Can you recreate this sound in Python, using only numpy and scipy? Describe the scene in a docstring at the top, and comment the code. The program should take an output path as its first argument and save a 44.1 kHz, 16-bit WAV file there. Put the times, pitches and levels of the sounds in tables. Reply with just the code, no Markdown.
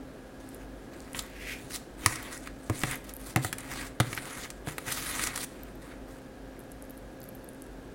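"""A kitchen hums with fan noise and a motor, then soft rubs and rustles begin on a filled foil pie pan, close by.
A spoon's jabs crack the thin wall (noise and ringing modes) and thump the loaded bottom (a decaying low sine).
Rubs are random stick-slip grains coloured by the foil; pleats snap as short noise bursts with their own pitch.
The wet filling ticks in tiny resonant bursts, something slides softly by, and a short echo surrounds it all."""
import sys
import numpy as np
from scipy import signal
from scipy.fft import rfft, irfft
from scipy.io import wavfile
from scipy.ndimage import uniform_filter1d

SR = 44100
rng = np.random.default_rng(int(sys.argv[2]) if len(sys.argv) > 2 else 0)


def bounce(signal):
    """Save signal as a 16-bit WAV file at the path given by the first command-line argument."""
    frames = np.transpose(np.atleast_2d(signal))
    limited = np.clip(frames, -1, 1)
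    pcm = np.round(limited * 32767).astype(np.int16)
    wavfile.write(sys.argv[1], SR, pcm)


N = 350154
TOP_HZ = 16000  # upper limit of the whole sound
TIME = np.arange(N) / SR
RING = np.arange(SR // 10) / SR  # time axis of every short sound [s]


def undb(db):
    """Decibels to gain."""
    return 10 ** (np.asarray(db) / 20)


def level(x, db=0):
    """Scale to an rms level."""
    return x * undb(db) / np.sqrt(np.mean(x ** 2))


def burst(x):
    """Scale a short sound to the energy of five milliseconds at an rms of one."""
    return x / np.sqrt(np.sum(x ** 2) / (.005 * SR))


def add(out, s, x):
    """Mix a short sound in at time s."""
    i = int(s * SR)
    out[i:i + len(x)] += x[:N - i]


def decay(t60):
    """Exponential fade of a ringing sound, 60 dB down after t60 seconds."""
    return np.exp(-np.log(1000) * RING / t60)


def curves(table):
    """Columns of a table joined by lines in time."""
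    s, *columns = np.transpose(table)
    return [np.interp(TIME, s, c) for c in columns]


def walk(rate):
    """Smooth random drift with a spread near one, from about `rate` fresh values a second."""
    k = int(SR / rate)
    steps = np.repeat(rng.standard_normal(N // k + 1), k)
    return 1.3 * uniform_filter1d(uniform_filter1d(steps, k), k)[:N]


def cut(x, hz, kind, order=3):
    """Low-pass or high-pass."""
    return signal.sosfilt(signal.butter(order, hz, kind, fs=SR, output="sos"), x)


def resonate(x, hz, width):
    """One resonance."""
    return signal.lfilter(*signal.iirpeak(hz, hz / width, fs=SR), x)


def colour(x, points, size=1024):
    """Causal filter through (frequency [Hz], level [dB]) points."""
    hz, db = np.transpose(points)
    f = np.maximum(np.arange(size // 2 + 1) * SR / size, 1)
    curve_db = np.interp(np.log(f), np.log(hz), db)
    # folding the cepstrum forward puts the energy at the start of the response
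    cepstrum = irfft(np.log(undb(curve_db)))
    cepstrum[1:size // 2] *= 2
    cepstrum[size // 2 + 1:] = 0
    response = irfft(np.exp(rfft(cepstrum)))
    return signal.fftconvolve(x, response)[:len(x)]


def grains(rate, spread_db):
    """Random slips of uneven size; rate [1/s] may vary in time."""
    size = undb(spread_db * np.minimum(rng.exponential(size=N), 4))
    hits = (rng.random(N) < rate / SR) * rng.choice([-1, 1], N)
    return level(hits * size / np.sqrt(rate))


# modes of the pan, damped by the filling: (nominal pitch [Hz], t60 [s], relative level [dB])
PAN_MODES = [(133.5, 0.39, -5), (209.6, 0.11, -6.5), (261.4, 0.12, -7), (309.5, 0.084, 2), (437, 0.081, -9),
             (736, 0.084, -1.5), (1140, 0.02, -33), (1255, 0.063, -0.5), (1336, 0.02, 2.5),
             (1700, 0.01, -4), (1946, 0.03, 2.5), (2150, 0.031, -8.5), (2430, 0.02, -28.5),
             (3010, 0.024, -6), (4900, 0.009, 6), (7300, 0.029, -7), (8220, 0.02, 9)]


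def modes(lo, hi, scatter_db=3):
    """The pan's modes between two pitches; each call weights and detunes them anew, as a new point of contact."""
    hz, t60, db = np.array([m for m in PAN_MODES if lo <= m[0] < hi]).T[:, :, None]
    detune, weight, side = rng.standard_normal((3, len(hz), 1))
    waves = np.sin(2 * np.pi * hz * (1 + .012 * detune) * RING) * decay(t60)
    return burst(np.sum(np.sign(side) * undb(db + scatter_db * weight) * waves, axis=0))


# colour of the crumpling wall: (frequency [Hz], relative level [dB per Hz])
FOIL_COLOUR = [(100, -3), (300, -5.5), (600, -9), (900, -4.5), (1220, -0.5), (2100, 0.5), (2900, -6),
               (3600, -6.5), (5400, -9.5), (7000, -8.5), (10000, -5.5), (11800, -14.5), (16000, -13.5)]


def foil(pleat_hz, crack_s, ring_db, tail_db, tail_s=0.0055, pleat_db=0):
    """One snap of the wall as (body, treble): a crack, a short rustle, the wall's modes and the pleat's own pitch."""
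    fade = np.exp(-RING / crack_s) + undb(tail_db) * np.exp(-RING / tail_s)
    crack = colour(rng.standard_normal(len(RING)) * fade, FOIL_COLOUR)
    body = burst(cut(crack, 3600, "low")) + undb(ring_db) * modes(1000, 4500)
    bright = burst(cut(crack, 3600, "high")) + undb(ring_db - 7) * modes(4500, SR)
    pleat = burst(resonate(rng.standard_normal(len(RING)) * fade, pleat_hz, pleat_hz / 3))
    return burst(body), burst(bright + undb(pleat_db) * pleat)


DENT_DB, DENT_T60_S = -3, 0.018  # ring of the spot of wall that a jab dents, level against the wall's body
# jabs of the spoon: (time [s], wall level before the wall_db trim [dB], treble against it [dB],
# thump gain [dB], pitch of the bottom [Hz], pitch of the dented wall [Hz], pitch of the struck pleat [Hz])
JABS = [(2.061, -19, 2, -22.5, 107.5, 1140, 5900), (2.6978, -35, -3, -19.5, 108, 1090, 7340),
        (2.8353, -23.5, -7, -20, 132, 1290, 3280), (3.3607, -23.5, -2.5, -17, 128.3, 2140, 2520),
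        (3.3722, -34, -8, -20, 134, 2080, 5900), (3.4471, -33, 1.5, -26, 106, 1940, 7600),
        (4.001, -24.5, -2, -15, 120, 1620, 3050), (4.0056, -25.5, -4, -27.5, 129, 1980, 3430),
        (4.1761, -31.5, -21, -40, 141, 1550, 4520), (4.6726, -40, -8, -27.5, 123, 1640, 3500),
        (4.6864, -44, 2, -34, 143, 1650, 3500)]


def jabs(wall_db=0.5, bottom_db=-1, floor_modes_db=-7, shudder_db=-10, bottom_t60=0.11, shudder_s=0.0066):
    """The spoon cracks the wall and pushes the loaded bottom, which swings like a slack drum and shudders on the counter."""
    out = np.zeros(N)
    for s, db, treble_db, thump_db, hz, dent_hz, pleat_hz in JABS:
        body, treble = foil(pleat_hz, crack_s=.0005, ring_db=-4, tail_db=-14)
        soft_onset = 1 - np.exp(-RING / .004)
        bottom = burst(np.sin(2 * np.pi * hz * RING) * decay(bottom_t60) * soft_onset)
        dent = burst(np.sin(2 * np.pi * dent_hz * RING) * decay(DENT_T60_S))
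        low = modes(0, 1000)
        rattle = rng.standard_normal(len(RING)) * np.exp(-RING / shudder_s)
        shudder = burst(cut(cut(rattle, 1000, "low"), 286, "high"))
        wall = body + undb(DENT_DB) * dent + undb(treble_db) * treble
        thump = undb(bottom_db) * bottom + undb(floor_modes_db) * low + undb(shudder_db) * shudder
        add(out, s, undb(db + wall_db) * wall + undb(thump_db) * thump)
    return out


# time constants of a rub setting in, easing off, and of the spoon lifting clear after the scoop
BITE_S, RELEASE_S, LIFT_S = .008, 0.018, 0.004


def drag(start, length, swell_db=0, release_s=RELEASE_S):
    """Gain of one rub: contact sets in, grows or eases off, and lets go."""
    along = np.clip((TIME - start) / length, 0, 1)
    edges = np.minimum(TIME - start, 0) / BITE_S - np.maximum(TIME - start - length, 0) / release_s
    return undb(swell_db * (along - .5)) * np.exp(edges)


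SETTLE_DB, SETTLE_S = -22, 0.045  # the wall rustles back into shape: level against the jab, time constant
# short rubs and handling rustles of spoon and foil: (start [s], length [s], gain midway [dB],
# swell from start to end [dB], treble against it [dB])
RUBS = [(0.397, 0.25, -62, -3, -1.5), (0.927, 0.22, -57.5, -5.5, -3.5), (1.149, 0.041, -43.5, 4.5, 1),
        (1.214, 0.068, -53, 0, -10), (1.57, 0.12, -61, -3, 5), (1.707, 0.05, -45, 2, 5),
        (1.985, 0.064, -46.5, 9.5, -6.5), (2.078, 0.051, -41.5, 7.5, -1.5), (2.156, .14, -45.5, 1.5, -6),
        (2.32, 0.043, -44, -3, 1), (2.387, .08, -53.5, 4, -4), (2.53, 0.18, -65, 12, 4.5),
        (2.732, 0.094, -46, 10, 2), (2.85, 0.091, -39.5, 4, -3.5), (3.045, 0.058, -53.5, 2, -0.5),
        (3.198, 0.11, -54, 8, 3), (3.43, 0.043, -51, -3.5, 10.5), (3.587, .1, -47.5, 2, -4),
        (3.701, 0.17, -41, -3, -5), (4.058, .13, -47, 4, 0), (4.222, .23, -44, 4, -3),
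        (4.67, 0.057, -43, -4, -1.5), (5.503, 0.19, -57, -1, -6.5), (5.82, 0.12, -54.5, -7.5, -7.5),
        (6.084, .11, -60, 1, -0.5)]
# the long scoop across the pan: (time [s], gain [dB], treble against it [dB])
SCOOP = [(4.76, -61, -3), (4.845, -54.5, 0.5), (4.882, -36, -1.5), (5.02, -39, 1), (5.17, -39.5, 0.5),
         (5.268, -37, 3.5), (5.31, -40.5, -11), (5.385, -45, 5.5), (5.445, -43, 7.5)]


def rubbing(rest_db=-70):
    """Gains (body, treble) of the foil noise: rubs and rustles, the scoop, settling after jabs, a faint resting touch."""
    parts = [(undb(db) * drag(s, length, swell_db), treble_db)
             for s, length, db, swell_db, treble_db in RUBS]
    db, treble_db = curves(SCOOP)
    scoop_start, scoop_end = SCOOP[0][0], SCOOP[-1][0]
    parts.append((undb(db) * drag(scoop_start, scoop_end - scoop_start, release_s=LIFT_S), treble_db))
    for s, db, treble_db, *_ in JABS:
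        settling = (TIME > s) * np.exp(-np.abs(TIME - s) / SETTLE_S)
        parts.append((undb(db + SETTLE_DB) * settling, treble_db))
    # separate rubs add as powers
    body = sum(gain ** 2 for gain, _ in parts)
    treble = sum((gain * undb(treble_db)) ** 2 for gain, treble_db in parts)
    return np.sqrt(np.array([body, treble]) + undb(rest_db) ** 2)


def passing_pleats(x, depth_db, size=256):
    """Broad resonances that come and go as the contact moves from pleat to pleat."""
    spectrum = signal.stft(x, nperseg=size)[2]
    peaks = rng.standard_normal(spectrum.shape)
    for _ in range(2):
        peaks = uniform_filter1d(uniform_filter1d(peaks, size=7, axis=0), size=11, axis=1)
    return signal.istft(spectrum * undb(depth_db * peaks / peaks.std()))[1][:N]


def scrape(rub, body_db=-1.5, sizzle_db=-0.5, rumble_db=-10, slips_per_s=3000, judder_db=1.5):
    """Stick and slip of the foil, denser when the rub is stronger; the bottom rumbles along."""
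    body_gain, treble_gain = rub
    rate = slips_per_s * (body_gain / undb(-40)) ** 0.37  # slips_per_s holds at a gain of -40 dB
    slips = grains(rate, spread_db=-1.5)
    # each slip spreads through the creased wall and rustles on briefly
    spread = burst(rng.standard_normal(len(RING)) * np.exp(-RING / 0.0091))
    slips = slips + level(signal.oaconvolve(slips, spread)[:N], -14.0)
    rasp = passing_pleats(colour(slips, FOIL_COLOUR), depth_db=2.5)
    body = level(cut(rasp, 3600, "low"), body_db)
    treble = level(cut(rasp, 3600, "high"), sizzle_db)
    rumble = signal.oaconvolve(grains(rate, spread_db=3), modes(0, 1000))[:N]
    judder = undb(judder_db * walk(110))
    return judder * (body_gain * (body + level(rumble, rumble_db)) + treble_gain * treble)


# the loud pleats that snap: (time [s], level before the gain_db trim [dB],
# treble against it [dB], pitch of the pleat [Hz])
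CRINKLES = [(1.147, -34.5, -22, 2200), (1.1914, -42.5, 13, 3730), (1.7071, -43, -10, 4200),
            (1.7592, -49.5, 13.5, 6000), (2.1574, -41, 4, 5570), (2.473, -37.5, -7, 2380),
            (2.912, -39, 5, 8360), (3.093, -55.5, 12.5, 7040), (3.528, -30.5, -1, 10300),
            (3.5834, -45.5, 8, 9600), (4.129, -31.5, -7.5, 9000), (4.182, -38, -21, 4500),
            (4.2543, -41, -5, 7600), (4.5031, -45, 6.5, 5600), (4.7817, -32, -4.5, 11000),
            (4.9223, -37.5, 8.5, 9900), (5.194, -30.5, -6, 8200), (5.2375, -32.5, 3.5, 7650),
            (5.2716, -34.5, 4.5, 6700), (5.359, -37.5, 5, 7100), (5.376, -35, 0.5, 9500)]


def crinkles(gain_db=1):
    """Single pleats snap through, each a crack with a strong rustle."""
    out = np.zeros(N)
    for s, db, treble_db, pleat_hz in CRINKLES:
        body, treble = foil(pleat_hz, crack_s=0.0018, ring_db=-11, tail_db=-2)
        add(out, s, undb(db + gain_db) * (body + undb(treble_db) * treble))
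    return out


# lesser pleats: one at a random moment of each 1 / SMALL_PER_S; levels against the rubbing
SMALL_PER_S, SMALL_DB, SMALL_SPREAD_DB, SMALL_TREBLE_DB = 22, -2.5, 1, -0.5
SMALL_HZ, SMALL_OCTAVES = 7600, 0.3  # middle pitch and its spread


def small_crinkles(rub):
    """Lesser pleats snap at random, their loudness following the rubbing."""
    out = np.zeros(N)
    for slot in range(int(SMALL_PER_S * N / SR)):
        s = min((slot + rng.random()) / SMALL_PER_S, TIME[-1])
        size, pitch = np.clip(rng.standard_normal(2), -2, 2)
        body_gain, treble_gain = rub[:, int(s * SR)]
        pleat_hz = min(SMALL_HZ * 2 ** (SMALL_OCTAVES * pitch), TOP_HZ)
        body, treble = foil(pleat_hz, crack_s=.0007, ring_db=7, tail_db=-9, pleat_db=-5)
        snap = body_gain * body + undb(SMALL_TREBLE_DB) * treble_gain * treble
        add(out, s, undb(SMALL_DB + SMALL_SPREAD_DB * size) * snap)
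    return out


# while the filling is spread, fainter ticks come at random
SPREAD_FROM_S, SPREAD_TO_S, FAINT_DB, FAINT_HZ = 6.58, 7.68, -51, 12300
# sticky ticks of the filling: (time [s], level [dB], pitch [Hz])
WET_TICKS = [(.49, -48.5, 9700), (.546, -47, 11100), (1.004, -49, 6560), (1.132, -43, 9700),
             (1.224, -45, 14900), (2.2285, -46, 11500), (2.3766, -43.5, 8650), (2.792, -40, 9900),
             (2.956, -40.5, 12000), (3.138, -39, 11900), (3.1662, -41, 12600), (3.606, -44, 9400),
             (4.15, -39, 11500), (5.634, -44, 14000), (6.603, -52.5, 10200), (6.718, -47.5, 9700),
             (6.824, -45.5, 10300), (6.907, -47, 13100), (7.217, -52, 6000), (7.24, -47, 12500),
             (7.289, -45.5, 11700), (7.354, -52, 13100), (7.489, -45, 10500), (7.621, -45, 9900)]


def filling(snap_db=-7, small_db=-13, follow_s=.025, width_hz=4500, count=2):
    """Sticky films burst in tiny high ticks, each followed by a few smaller ones."""
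    out = np.zeros(N)
    fade = np.exp(-RING / .0007)
    faint = [(s, FAINT_DB, FAINT_HZ) for s in rng.uniform(SPREAD_FROM_S, SPREAD_TO_S, size=7)]
    for s, db, hz in list(WET_TICKS) + faint:
        for k in range(count + 1):
            follower = k > 0  # later, smaller and off pitch
            snap = cut(rng.standard_normal(len(RING)) * fade, 2500, "high", order=2)
            pitch = min(hz * (1 + 0.11 * follower * rng.standard_normal()), TOP_HZ)
            ringing = resonate(resonate(snap, pitch, width_hz), pitch, width_hz)
            tick = burst(ringing) + undb(snap_db) * burst(snap)
            add(out, s + follower * rng.exponential(follow_s), undb(db + follower * small_db) * burst(tick))
    return out


# something slides softly beside the pan, swells and stops
SLIDE_PEAK_S, SLIDE_DB, SLIDE_RISE_DB_PER_S, SLIDE_FALL_DB_PER_S = 1.52, -38, 88, 230
# resonances of the sliding object: (pitch [Hz], width [Hz], relative level [dB])
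SLIDE_MODES = [(1990, 550, 5), (2380, 320, 0), (4760, 2500, -17), (9100, 5900, -19)]


def slide():
    """A fine, even rub of dense slips through a few resonances, loudest near 2 kHz."""
    late = TIME - SLIDE_PEAK_S
    db = SLIDE_DB + np.minimum(SLIDE_RISE_DB_PER_S * late, -SLIDE_FALL_DB_PER_S * late)
    slips = cut(grains(5000, spread_db=2), 1500, "high")
    rub = sum(undb(gain) * resonate(slips, hz, width) for hz, width, gain in SLIDE_MODES)
    return level(rub) * undb(db + 0.99 * walk(60.2))


def room(x, wet_db=-15, t60=0.42):
    """Counter and cupboards give a short, dull echo: decaying noise after a 4 ms gap."""
    t = np.arange(SR // 2) / SR
    noise = cut(rng.standard_normal(len(t)), 10700, "low", order=1)
    echo = noise * np.exp(-np.log(1000) * t / t60) * (t > .004)
    return x + undb(wet_db) * signal.oaconvolve(x, echo / np.sqrt(np.sum(echo ** 2)))[:N]


KITCHEN_DB = -46.5  # level of the air before it wavers
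# colour of kitchen air and fan: (frequency [Hz], relative level [dB per Hz])
KITCHEN_COLOUR = [(20, -16.5), (36, -9.5), (49, 3.5), (62, -7), (85, -12), (122, -5), (160, -10),
                  (270, -4.5), (400, -8.5), (700, -13.5), (1050, -22), (1500, -21.5), (2100, -28),
                  (5000, -35.5), (16000, -45)]
# motor hum: (middle pitch [Hz], level [dB])
HUM = [(49, -55.5), (263.8, -54), (527.6, -59.5)]


def kitchen(whine_hz=1650, whine_width_hz=130, whine_db=-65):
    """Fan noise with a thin airy whine, and a slightly wavering motor hum."""
    air = level(colour(rng.standard_normal(N), KITCHEN_COLOUR, size=8192), KITCHEN_DB)
    air = air * undb(.3 * walk(5))
    whine = resonate(rng.standard_normal(N), whine_hz, whine_width_hz)
    whine = resonate(whine, whine_hz, whine_width_hz)
    hum = 0
    for hz, db in HUM:
        phase = 2 * np.pi * np.cumsum(hz * (1 + 0.00395 * walk(7))) / SR
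        hum = hum + level(np.sin(phase) * undb(1.8 * walk(9)), db)
    return air + level(whine, whine_db) + hum


def scene():
    """Spoon, pan and filling echo in the room, over the humming kitchen."""
    rub = rubbing()
    spoon_and_pan = jabs() + crinkles() + scrape(rub) + slide() + filling() + small_crinkles(rub)
    return (room(spoon_and_pan) + kitchen())[None]


def record(dry):
    """Clip at full scale, then a steep low-pass cuts the top of the treble."""
    return signal.sosfilt(signal.ellip(8, .2, 70, TOP_HZ, fs=SR, output="sos"), np.clip(dry, -1, 1))


dry = scene()
out = record(dry)
bounce(out)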